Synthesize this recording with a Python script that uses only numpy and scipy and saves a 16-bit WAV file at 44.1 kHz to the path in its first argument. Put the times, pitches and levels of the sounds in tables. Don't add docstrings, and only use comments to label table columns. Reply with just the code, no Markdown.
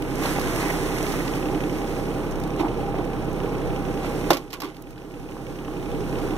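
import sys
import numpy as np
from scipy import signal
from scipy.fft import rfft, irfft, next_fast_len
from scipy.io import wavfile
from scipy.ndimage import uniform_filter1d, map_coordinates

SR = 44100
rng = np.random.default_rng(int(sys.argv[2]) if len(sys.argv) > 2 else 0)


def store_wav(level_fs):
    pcm = np.round(np.clip(np.atleast_2d(level_fs), -1, 1) * 32767)
    wavfile.write(sys.argv[1], SR, pcm.T.astype(np.int16))


def voltage_ratio(level):
    return 10 ** (np.asarray(level, float) / 20)


N = 280917

# order (multiple of cycle rate), level_db (rms)
SHAFT_ORDERS = [(3, -36), (6, -44.5), (9, -54.5), (10, -50), (11, -53), (12, -39.5), (15, -38.5), (16, -56),
                (18, -44), (19, -57), (20, -43.5), (21, -48), (23, -46), (24, -41), (25, -43), (26, -45),
                (27, -40), (28, -37), (29, -48), (30, -49), (32, -43), (33, -46), (34, -44), (36, -44),
                (39, -50), (42, -51), (43, -53), (45, -47), (48, -54), (54, -55), (57, -50.5), (60, -49.5),
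                (70, -51), (71, -49), (72, -55), (73, -48)]
# place_cycles (0-1), knock_db, tick_db
INJECTIONS = [
    (.078, 15.5, 7),
    (.385, 11, -4),
    (.728, 15.5, 11),
]
# time_s, lead_cycles
GOVERNOR_LEAD = [(0, -.004), (.7, -.003), (1.3, .004), (1.9, .005), (2.7, 0), (3.4, -.003), (5.4, -.006),
                 (6.2, -.001)]
# time_s, load_db
EXHAUST_LOAD = [(0, 0.5), (.5, 0.5), (1.7, 2), (2.0, -2), (3.0, -3), (3.6, -2), (4.3, -0.5), (6.3, 0)]
# freq_hz, density_db_per_hz
ROAR_SPECTRUM = [(45, -7), (60, -16), (80, -12), (100, -7), (120, 1.5), (135, -6.5), (170, -6.5),
                 (215, -10), (255, -5.5), (290, -1.5), (340, -3), (400, -4), (470, -8.5), (540, -18),
                 (620, -19), (800, -20.5)]
# freq_hz, density_db_per_hz
FAN_SPECTRUM = [(350, -0.5), (480, 5.5), (540, -0.5), (620, -5.5), (740, -7), (800, -0.5), (860, -5.5),
                (1300, -11.5), (1900, -19), (2300, -14.5), (3500, -25), (4700, -28), (5800, -29.5),
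                (7200, -34.5), (9000, -30.5), (13000, -40.5), (16000, -49)]
# freq_hz, density_db_per_hz
KNOCK_SPECTRUM = [(900, -3), (1800, 7.5), (2500, 14), (3100, 8.5), (3700, 1.5), (4300, -15), (5500, -44)]
# freq_hz, density_db_per_hz
TICK_SPECTRUM = [(4000, -26), (5300, 0), (6200, -2), (7500, -20)]
# freq_hz, density_db_per_hz
CASING_SPECTRUM = [(450, -18), (600, -5), (800, -4), (1100, -6.5), (1500, -10.5), (2000, -20)]
# time_s, flow_db
STREAM_FLOW = [(0.0, -48.5), (0.14, -44.5), (0.24, -34.5), (0.4, -37), (0.5, -36.5), (0.62, -34),
               (0.9, -40), (1.05, -38), (1.2, -38), (1.34, -42.5)]
# freq_hz, density_db_per_hz
SPLASH_SPECTRUM = [(1000, 13.5), (2500, 7.5), (4000, 2.5), (6000, 3), (7500, -1), (9000, 1.5),
                   (11500, -4.5), (13500, -10), (16000, -20)]
# start_s, peak_db, pitch_hz
SLAPS = [(0.254, -15, 840), (0.386, -13.5, 770), (0.786, -20, 830), (1.14, -18, 740), (2.56, -24, 1030),
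         (2.598, -26, 856), (2.651, -21, 665), (2.9435, -15.5, 680), (2.999, -20.5, 700), (1.5, -19, 600),
         (0.413, -21, 1080), (1.034, -24, 611), (1.159, -31, 634), (1.338, -25, 786), (2.612, -25, 330),
         (0.621, -34, 517), (4.79, -22, 1140), (4.976, -21, 1500), (5.368, -19, 1010), (4.588, -19, 330),
         (4.605, -31, 400), (5.682, -20, 1090)]
# start_s, crack_db, body_db, crack_t60_s
TUB_CONTACTS = [(4.305, -10.5, -6.5, 0.042), (4.3313, -20.5, -28, 0.067), (4.346, -32, -32, 0.033),
                (4.369, -25.5, -29, 0.05), (4.504, -37, -63, 0.056), (4.523, -41, -50, 0.06),
                (4.53, -26, -42, 0.032), (4.5383, -30, -52, 0.043), (4.6024, -27.5, -35, 0.05),
                (4.619, -25.5, -40, 0.022), (4.643, -39.5, -44, 0.11)]
# freq_hz, level_db, t60_s
SHELL_MODES = [(159, -14.5, 0.22), (318.4, -8, 0.14), (400, -21, 0.12), (542, 1, 0.17), (600, 3, 0.085),
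               (720, -1, 0.051), (844, 8, 0.039), (1040, -22, 0.018), (1350, -2, 0.04), (1730, -10, 0.03)]
# peak_s, level_db, dies_s, grit_db, boom_db
TUB_SKIDS = [
    (4.312, -24, 0.2, -5, 3.5),
    (4.536, -33.5, 0.13, -4, -14),
    (4.622, -35, 0.2, -6, -6),
    (4.633, -42, 0.26, -3, 9),
]
# freq_hz, density_db_per_hz
RIM_SPECTRUM = [(700, -8), (1000, -1), (1140, 1.5), (1280, -10), (1400, -5), (1600, -11), (2100, -25)]
# peak_s, level_db, dies_s, grit_db, boom_db
BOOT_STROKES = [
    (2.605, -28, 0.056, -8, 3.5),
    (2.652, -27, 0.11, -30, 0),
    (2.985, -35.5, 0.22, -14, 2),
    (4.045, -35.5, 0.13, -3, -14),
]
# start_s, peak_db, dull_db
GRIT_SNAPS = [(0.021, -35.5, -34), (0.1547, -30, -47), (0.1916, -40, -48), (0.235, -31, -32),
              (0.256, -34, -27.5), (0.3952, -26, -34), (0.413, -29, -36), (0.5593, -25, -41),
              (0.919, -45, -36), (1.0646, -38, -49), (1.1205, -29.5, -35), (0.8585, -30, -35),
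              (0.983, -28, -35), (1.027, -26, -47), (1.036, -41, -46), (1.277, -33, -32),
              (2.3105, -35, -57), (2.318, -39, -58), (2.3557, -38, -56), (2.399, -35, -51),
              (2.436, -34, -38), (2.4744, -42, -46), (2.5626, -37, -52), (2.6055, -41, -56),
              (3.0494, -40, -55), (3.3294, -37, -51), (3.3594, -43, -57), (3.245, -40, -56),
              (4.744, -50, -48.5), (4.766, -46, -42), (4.822, -41, -54), (4.906, -41.5, -51),
              (4.978, -58, -45), (5.1183, -47, -55), (5.3094, -44, -55), (4.058, -39, -42)]
# start_s, peak_db
GRIT_TINKS = [
    (2.3984, -45),
    (2.4744, -46),
    (4.7664, -52),
    (4.821, -41),
    (4.906, -54),
]
# start_s, level_db, t60_s
WIND_PUFFS = [
    (1.7, -34, .25),
    (5.45, -36, .2),
    (5.86, -26, .2),
]
# freq_hz, left_lead_rad
PORT_LEAD = [(1100, 0), (2350, -np.pi), (14700, -11 * np.pi)]
# freq_hz, left_minus_right_db
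PORT_TILT = [(40, 1), (130, -1.5), (500, -4), (700, -1.5), (1300, 0.5), (2200, -4.5), (3500, -1),
             (5500, -6), (8500, -2.5), (9600, -3.5), (11500, -13.5), (15000, -25.5)]
# freq_hz, likeness (0-1)
PORT_LIKENESS = [(40, .85), (70, .35), (130, .72), (400, .88), (650, .68), (1200, .98), (2300, .88),
                 (6000, .75), (8500, .15), (15000, .05)]
# from_hz, to_hz, rarity, rarity_change_per_s
CENTRE_HOLES = [(2150, 2450, 2.6, -.2), (4400, 4750, .3, .25), (4750, 5100, -.2, .33),
                (7050, 7450, 1.5, -.05)]
# from_hz, to_hz, rarity
SIDE_HOLES_BANDS = [(3450, 3800, .7), (5850, 6150, 1.3), (7200, 7500, 1.9), (8300, 8700, 1.1)]

CYCLE_HZ = 11.137
CHUG_FIRST_ORDER, CHUG_LAST_ORDER = 23, 36
STREAM_STOPS_S, DROP_S = 1.35, 4.306


def unit(x):
    return x / np.sqrt(np.mean(x ** 2) + 1e-20)


def along(points, hz):
    f, v = np.transpose(points)
    return np.interp(np.log(hz + 1), np.log(f + 1), v)


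def closed(spectrum):
    return [(spectrum[0][0] / 2, -90), *spectrum, (spectrum[-1][0] * 2, -90)]


def curve(rows):
    s, v = np.transpose(rows)
    return np.interp(np.arange(N) / SR, s, v)


def wobble(knots_per_s):
    knots = rng.standard_normal(int(N * knots_per_s / SR) + 4)
    return map_coordinates(knots, [np.arange(N) * knots_per_s / SR])


def filtered(x, response):
    m = next_fast_len(N + 8192)
    return irfft(rfft(x, m) * response(np.fft.rfftfreq(m, 1 / SR)), m)[..., :N]


def noise(spectrum, grain_db=0, rate=300):
    shape = closed(spectrum)
    grain = voltage_ratio(grain_db * wobble(rate))
    return unit(filtered(grain * rng.standard_normal((3, N)), lambda hz: voltage_ratio(along(shape, hz))))


def bursts(rows, rise_s):
    out, t = np.zeros(N + SR), np.arange(SR // 4) / SR
    for start_s, db, t60_s in rows:
        out[round(start_s * SR):][:len(t)] += voltage_ratio(db - 60 * t / t60_s) * np.clip(t / rise_s, 0, 1)
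    return out[:N]


def engine():
    t, tone = np.arange(N) / SR, np.zeros(N)
    cycle = CYCLE_HZ * t + .853 + curve(GOVERNOR_LEAD)
    load_db = curve(EXHAUST_LOAD)
    pump_order, pump_beat = 15, .3 * np.cos(2 * np.pi * 2.27 * (t - .3))
    low_place, high_place, whine_order = .105, .02, 65

    for k, db in SHAFT_ORDERS:
        unsteady = np.clip(1 + (k / 36) ** 3, 0, 8)
        phase = 2 * np.pi * (k * (cycle - .23) - .044 * (k - 26.4) ** 2) + .1 * rng.standard_normal()
        low_firing = k % 3 == 0 and 10 < k < CHUG_FIRST_ORDER
        if low_firing or k > whine_order:
            place = low_place if k < CHUG_FIRST_ORDER else high_place
            phase = 2 * np.pi * k * (cycle - place) + np.pi / 2
        phase += 0.06 * unsteady * wobble(4.6)
        chug_db = load_db * (CHUG_FIRST_ORDER <= k <= CHUG_LAST_ORDER)
        level = voltage_ratio(db + 3.5 + chug_db + 0.41 * unsteady * wobble(7))
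        tone += level * np.cos(phase) * (1 + (k == pump_order) * pump_beat)

    throb_db = 1.8 * np.cos(2 * np.pi * (cycle - .2))
    fan_db = .2 * wobble(2.6) + .8 * wobble(37)
    roar = voltage_ratio(-33.0 + throb_db + 0.11 * wobble(4.1)) * noise(ROAR_SPECTRUM)
    fan = voltage_ratio(-33.0 + 0.014 * throb_db + fan_db) * noise(FAN_SPECTRUM)

    knock, tick = np.zeros(N), np.zeros(N)
    for place, knock_db, tick_db in INJECTIONS:
        since = (cycle - place) % 1
        size_db = rng.normal(0, 1., 100)[(cycle - place + 1).astype(int)]
        knock += voltage_ratio(knock_db + size_db - 60 * since / .42) * np.clip(since / .025, 0, 1)
        tick += voltage_ratio(tick_db + size_db - 60 * since / .4) * np.clip(since / .02, 0, 1)
    clatter = voltage_ratio(-48.5) * knock * noise(KNOCK_SPECTRUM, grain_db=3.7, rate=200)
    clatter = clatter + voltage_ratio(-55.5) * tick * noise(TICK_SPECTRUM)

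    pitched = (tone + casing(cycle)) * np.array([[1], [0], [.6]])
    return pitched + roar + fan + voltage_ratio(load_db) * clatter


def casing(cycle):
    orders = np.arange(513)
    level_draw, phase_draw = rng.standard_normal((2, len(orders)))
    level = voltage_ratio(along(closed(CASING_SPECTRUM), orders * CYCLE_HZ)) * voltage_ratio(2 * level_draw)
    once = unit(irfft(level * np.exp(9j * phase_draw), 4096))
    return voltage_ratio(-43 + 1.5 * wobble(9)) * np.interp(cycle % 1, np.arange(4096) / 4096, once, period=1)


def water():
    t = np.arange(N) / SR
    fizz_hold_s, fizz_dies_db_per_s = 0.64, 26.5
    fizz_fade_s = np.clip(t - STREAM_STOPS_S - fizz_hold_s, 0, None)
    fizz = voltage_ratio(-47 - fizz_dies_db_per_s * fizz_fade_s) * (t > STREAM_STOPS_S)
    dregs = voltage_ratio(-43.5 - 19 * (DROP_S - t)) * (t < DROP_S)
    stream = voltage_ratio(curve(STREAM_FLOW) - 240 * np.clip(t - STREAM_STOPS_S, 0, None))
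    flow = stream + fizz + dregs
    spill = voltage_ratio(-43.5 - 3 * (t - DROP_S)) * (t > DROP_S)

    splash = (flow + spill) * voltage_ratio(2.0 + 1.13 * wobble(21.77))
    splash = splash * noise(SPLASH_SPECTRUM, grain_db=1.5, rate=700)
    churn = flow * (flow / voltage_ratio(-34.5)) ** (0.92 - 1) * voltage_ratio(1.2 * wobble(12))
    gurgle_spectrum = [(600, 5.0), (900, 3.0), (1500, -16.5), (2000, 4.0), (2600, -5.0)]
    gurgle = churn * noise(gurgle_spectrum, grain_db=3.0, rate=120)
    return splash, gurgle + slaps() + bubbles(churn)


def slaps():
    out, t = np.zeros(N + SR), np.arange(SR // 8) / SR
    t60_s, rise_s = 0.011, .0004
    for start_s, db, hz in SLAPS:
        ring = np.sin(2 * np.pi * hz * t)
        ring += 0.38 * np.sin(2 * np.pi * 1.54 * hz * t)
        ring += .5 * np.sin(2 * np.pi * 0.675 * hz * t)
        out[round(start_s * SR):][:len(t)] += voltage_ratio(db + 3 - 60 * t / t60_s) * ring * (1 - np.exp(-t / rise_s))
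    return out[:N] * np.array([[1], [.5], [.3]])


def bubbles(flow):
    count, centre_hz, life_cycles, rise_share = 260, 1920, 8.1, 0.2
    draw, t = rng.random((count, 3)), np.arange(SR // 40) / SR
    start = (draw[:, :1] * STREAM_STOPS_S * SR).astype(int)
    hz = centre_hz * 2.4 ** (draw[:, 1:2] - .7)
    life = hz * t / life_cycles
    ring = np.sin(2 * np.pi * hz * t * (1 + rise_share * life / 2))
    ring = ring * np.exp(-3 * life) * np.clip(8 * life, 0, 1)
    size = voltage_ratio(1 - 3 * np.log(draw[:, 2:] + .05))
    plinks = np.bincount((start + np.arange(len(t))).ravel(), (size * ring).ravel(), N)
    return flow * plinks * np.array([[1], [.6], [.4]])


def tub():
    shell, t = np.zeros(N + SR), np.arange(SR // 2) / SR
    u = (t - .0012) / .00027
    push = 4.6 * (1 - u * u + 0.5 * u) * np.exp(-u * u / 2)
    for start_s, _, body_db, _ in TUB_CONTACTS:
        ring = np.zeros(len(t))
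        for hz, db, t60_s in SHELL_MODES:
            ring += voltage_ratio(db + rng.normal(0, 1.0) - 60 * t / t60_s) * np.sin(2 * np.pi * hz * t)
        hit = push + ring * (1 - np.exp(-t / 0.0023))
        shell[round(start_s * SR):][:len(t)] += voltage_ratio(body_db - 3.0) * hit
    crack = bursts([(s, db, t60_s) for s, db, _, t60_s in TUB_CONTACTS], rise_s=0.00051)
    crack_spectrum = [(1800, 2), (2700, 1.5), (3600, 0.5), (4600, 2.5), (6000, -2.5),
                      (9000, -12.5), (13000, -10), (16000, -30.0)]
    cracks = voltage_ratio(-4.0) * crack * noise(crack_spectrum)
    echo = np.pad(shell, (130, 0))[:N]
    return np.array([shell[:N], 0.089 * echo, 0.56 * echo]) + cracks


def ground():
    drag, boot_grit, boot_boom = strokes(BOOT_STROKES, rises_db_per_s=453, bend=1.7)
    skid, skid_grit, skid_boom = strokes(TUB_SKIDS, rises_db_per_s=2500, bend=1.24)
    snap_t60_s = 0.017
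    snap = bursts([(s, db, snap_t60_s) for s, db, _ in GRIT_SNAPS], rise_s=0.0023)
    dull = bursts([(s, db, snap_t60_s) for s, _, db in GRIT_SNAPS], rise_s=0.0047)
    tink = bursts([(s, db, .012) for s, db in GRIT_TINKS], rise_s=0.0011)
    drag_spectrum = [(500, -5), (800, 4.0), (1200, -3.5), (1600, -18.5), (2100, -20.0)]
    grit_spectrum = [(2000, 13.5), (3000, 9.5), (6000, -3.0), (12000, -11.0), (16000, -33)]

    out = voltage_ratio(0.5) * snap * noise([(4000, -3), (5500, 7.5), (12000, -1), (16000, -19)])
    out += voltage_ratio(13.0) * dull * noise([(1500, -4), (2200, -2), (4000, -5), (5000, -7)])
    out += tink * noise([(9000, -8), (12000, 5), (16000, -3)])
    out += drag * noise(drag_spectrum, grain_db=5.0, rate=190)
    out += voltage_ratio(-2.5) * skid * noise(RIM_SPECTRUM)
    out += (boot_grit + skid_grit) * noise(grit_spectrum, grain_db=2.5, rate=500)
    out += voltage_ratio(1.0) * (boot_boom + skid_boom) * noise([(240, -14.5), (315, 0.5), (400, -6.0)])
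    return out


def strokes(rows, rises_db_per_s, bend):
    t, out = np.arange(N) / SR, np.zeros((3, N))
    for peak_s, db, dies_s, grit_db, boom_db in rows:
        early_s = np.clip(peak_s - t, 0, None)
        late = np.clip(t - peak_s, 0, None) / dies_s
        out += voltage_ratio(db - rises_db_per_s * early_s - 60 * late ** bend) * voltage_ratio([[0], [grit_db], [boom_db]])
    return out


def wind():
    breeze = voltage_ratio(-39.5 + 3 * wobble(9)) * noise([(18, 0), (50, -1), (80, -4), (110, -12)])[0]
    puffs = bursts(WIND_PUFFS, rise_s=0.044) * noise([(35, 2), (55, 0), (75, -6)])[0]
    return np.array([0.85 * breeze + puffs, -1.1 * breeze + .4 * puffs])


def ports(waves, behind):
    m = next_fast_len(N + 8192)
    hz = np.fft.rfftfreq(m, 1 / SR)
    front, back, around = rfft(waves, m)
    alike = np.clip(along(PORT_LIKENESS, hz), 0, 1)
    lag = np.exp(.5j * np.interp(hz, *np.transpose(PORT_LEAD)))
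    tilt = voltage_ratio(along(PORT_TILT, hz) / 2)
    front = front * np.sqrt(alike * (1 - behind))
    back = back * np.sqrt(alike * behind)
    around = around * np.sqrt(1 - alike)
    left = (front * lag + back / lag + 1j * around) * tilt
    right = (front / lag + back * lag + around) / tilt
    return irfft([left, right], m)[:, :N]


def gain():
    t = np.arange(N) / SR
    dive_db, dive_tau_s, snap_share, snap_tau_s = -16.5, 0.12, .45, .008
    return_s, return_db_per_s, knee_db = 4.675, 7, 0.83
    since = np.clip(t - DROP_S, 0, None)
    slow = (1 - snap_share) * np.exp(-since / dive_tau_s)
    fast = snap_share * np.exp(-since / snap_tau_s)
    dive = dive_db * (1 - slow - fast)
    climb = return_db_per_s * 0.12 * np.logaddexp(0, (t - return_s) / 0.081)
    duck_db = -knee_db * np.logaddexp(0, -(dive + climb) / knee_db)
    return voltage_ratio(0.5 - 2.5 * np.exp(-t / 0.12) + duck_db)


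def scene():
    splash, gurgle = water()
    close = (ground() + tub()) / gain()
    near = voltage_ratio([[-.8], [.8]]) * ports(close, behind=0.47)
    return ports(engine() + gurgle, behind=0.29) + near + ports(splash, behind=0.65) + wind()


def dropout(knots_per_s, rarity):
    return uniform_filter1d(1. * (wobble(knots_per_s) > rarity), size=500)


def low_pass(x):
    return signal.sosfilt(signal.butter(12, 16440, fs=SR, output="sos"), x)


def record(dry):
    x = filtered(dry * gain(), lambda hz: hz < 15760)
    for lo_hz, hi_hz, rarity, change_per_s in CENTRE_HOLES:
        off = dropout(24, rarity + change_per_s * np.arange(N) / SR)
        x = x - off * filtered(x.mean(0), lambda hz: (hz > lo_hz) & (hz < hi_hz))
    for lo_hz, hi_hz, rarity in SIDE_HOLES_BANDS:
        side = filtered((x[0] - x[1]) / 2, lambda hz: (hz > lo_hz) & (hz < hi_hz))
        x = x - dropout(24, rarity) * side * [[1], [-1]]
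    x = x - dropout(30, .1) * filtered(x, lambda hz: hz > 15450)
    mix = x / (1 + np.abs(x) ** 8) ** (1 / 8)
    return low_pass(mix)


dry = scene()
out = record(dry)
store_wav(out)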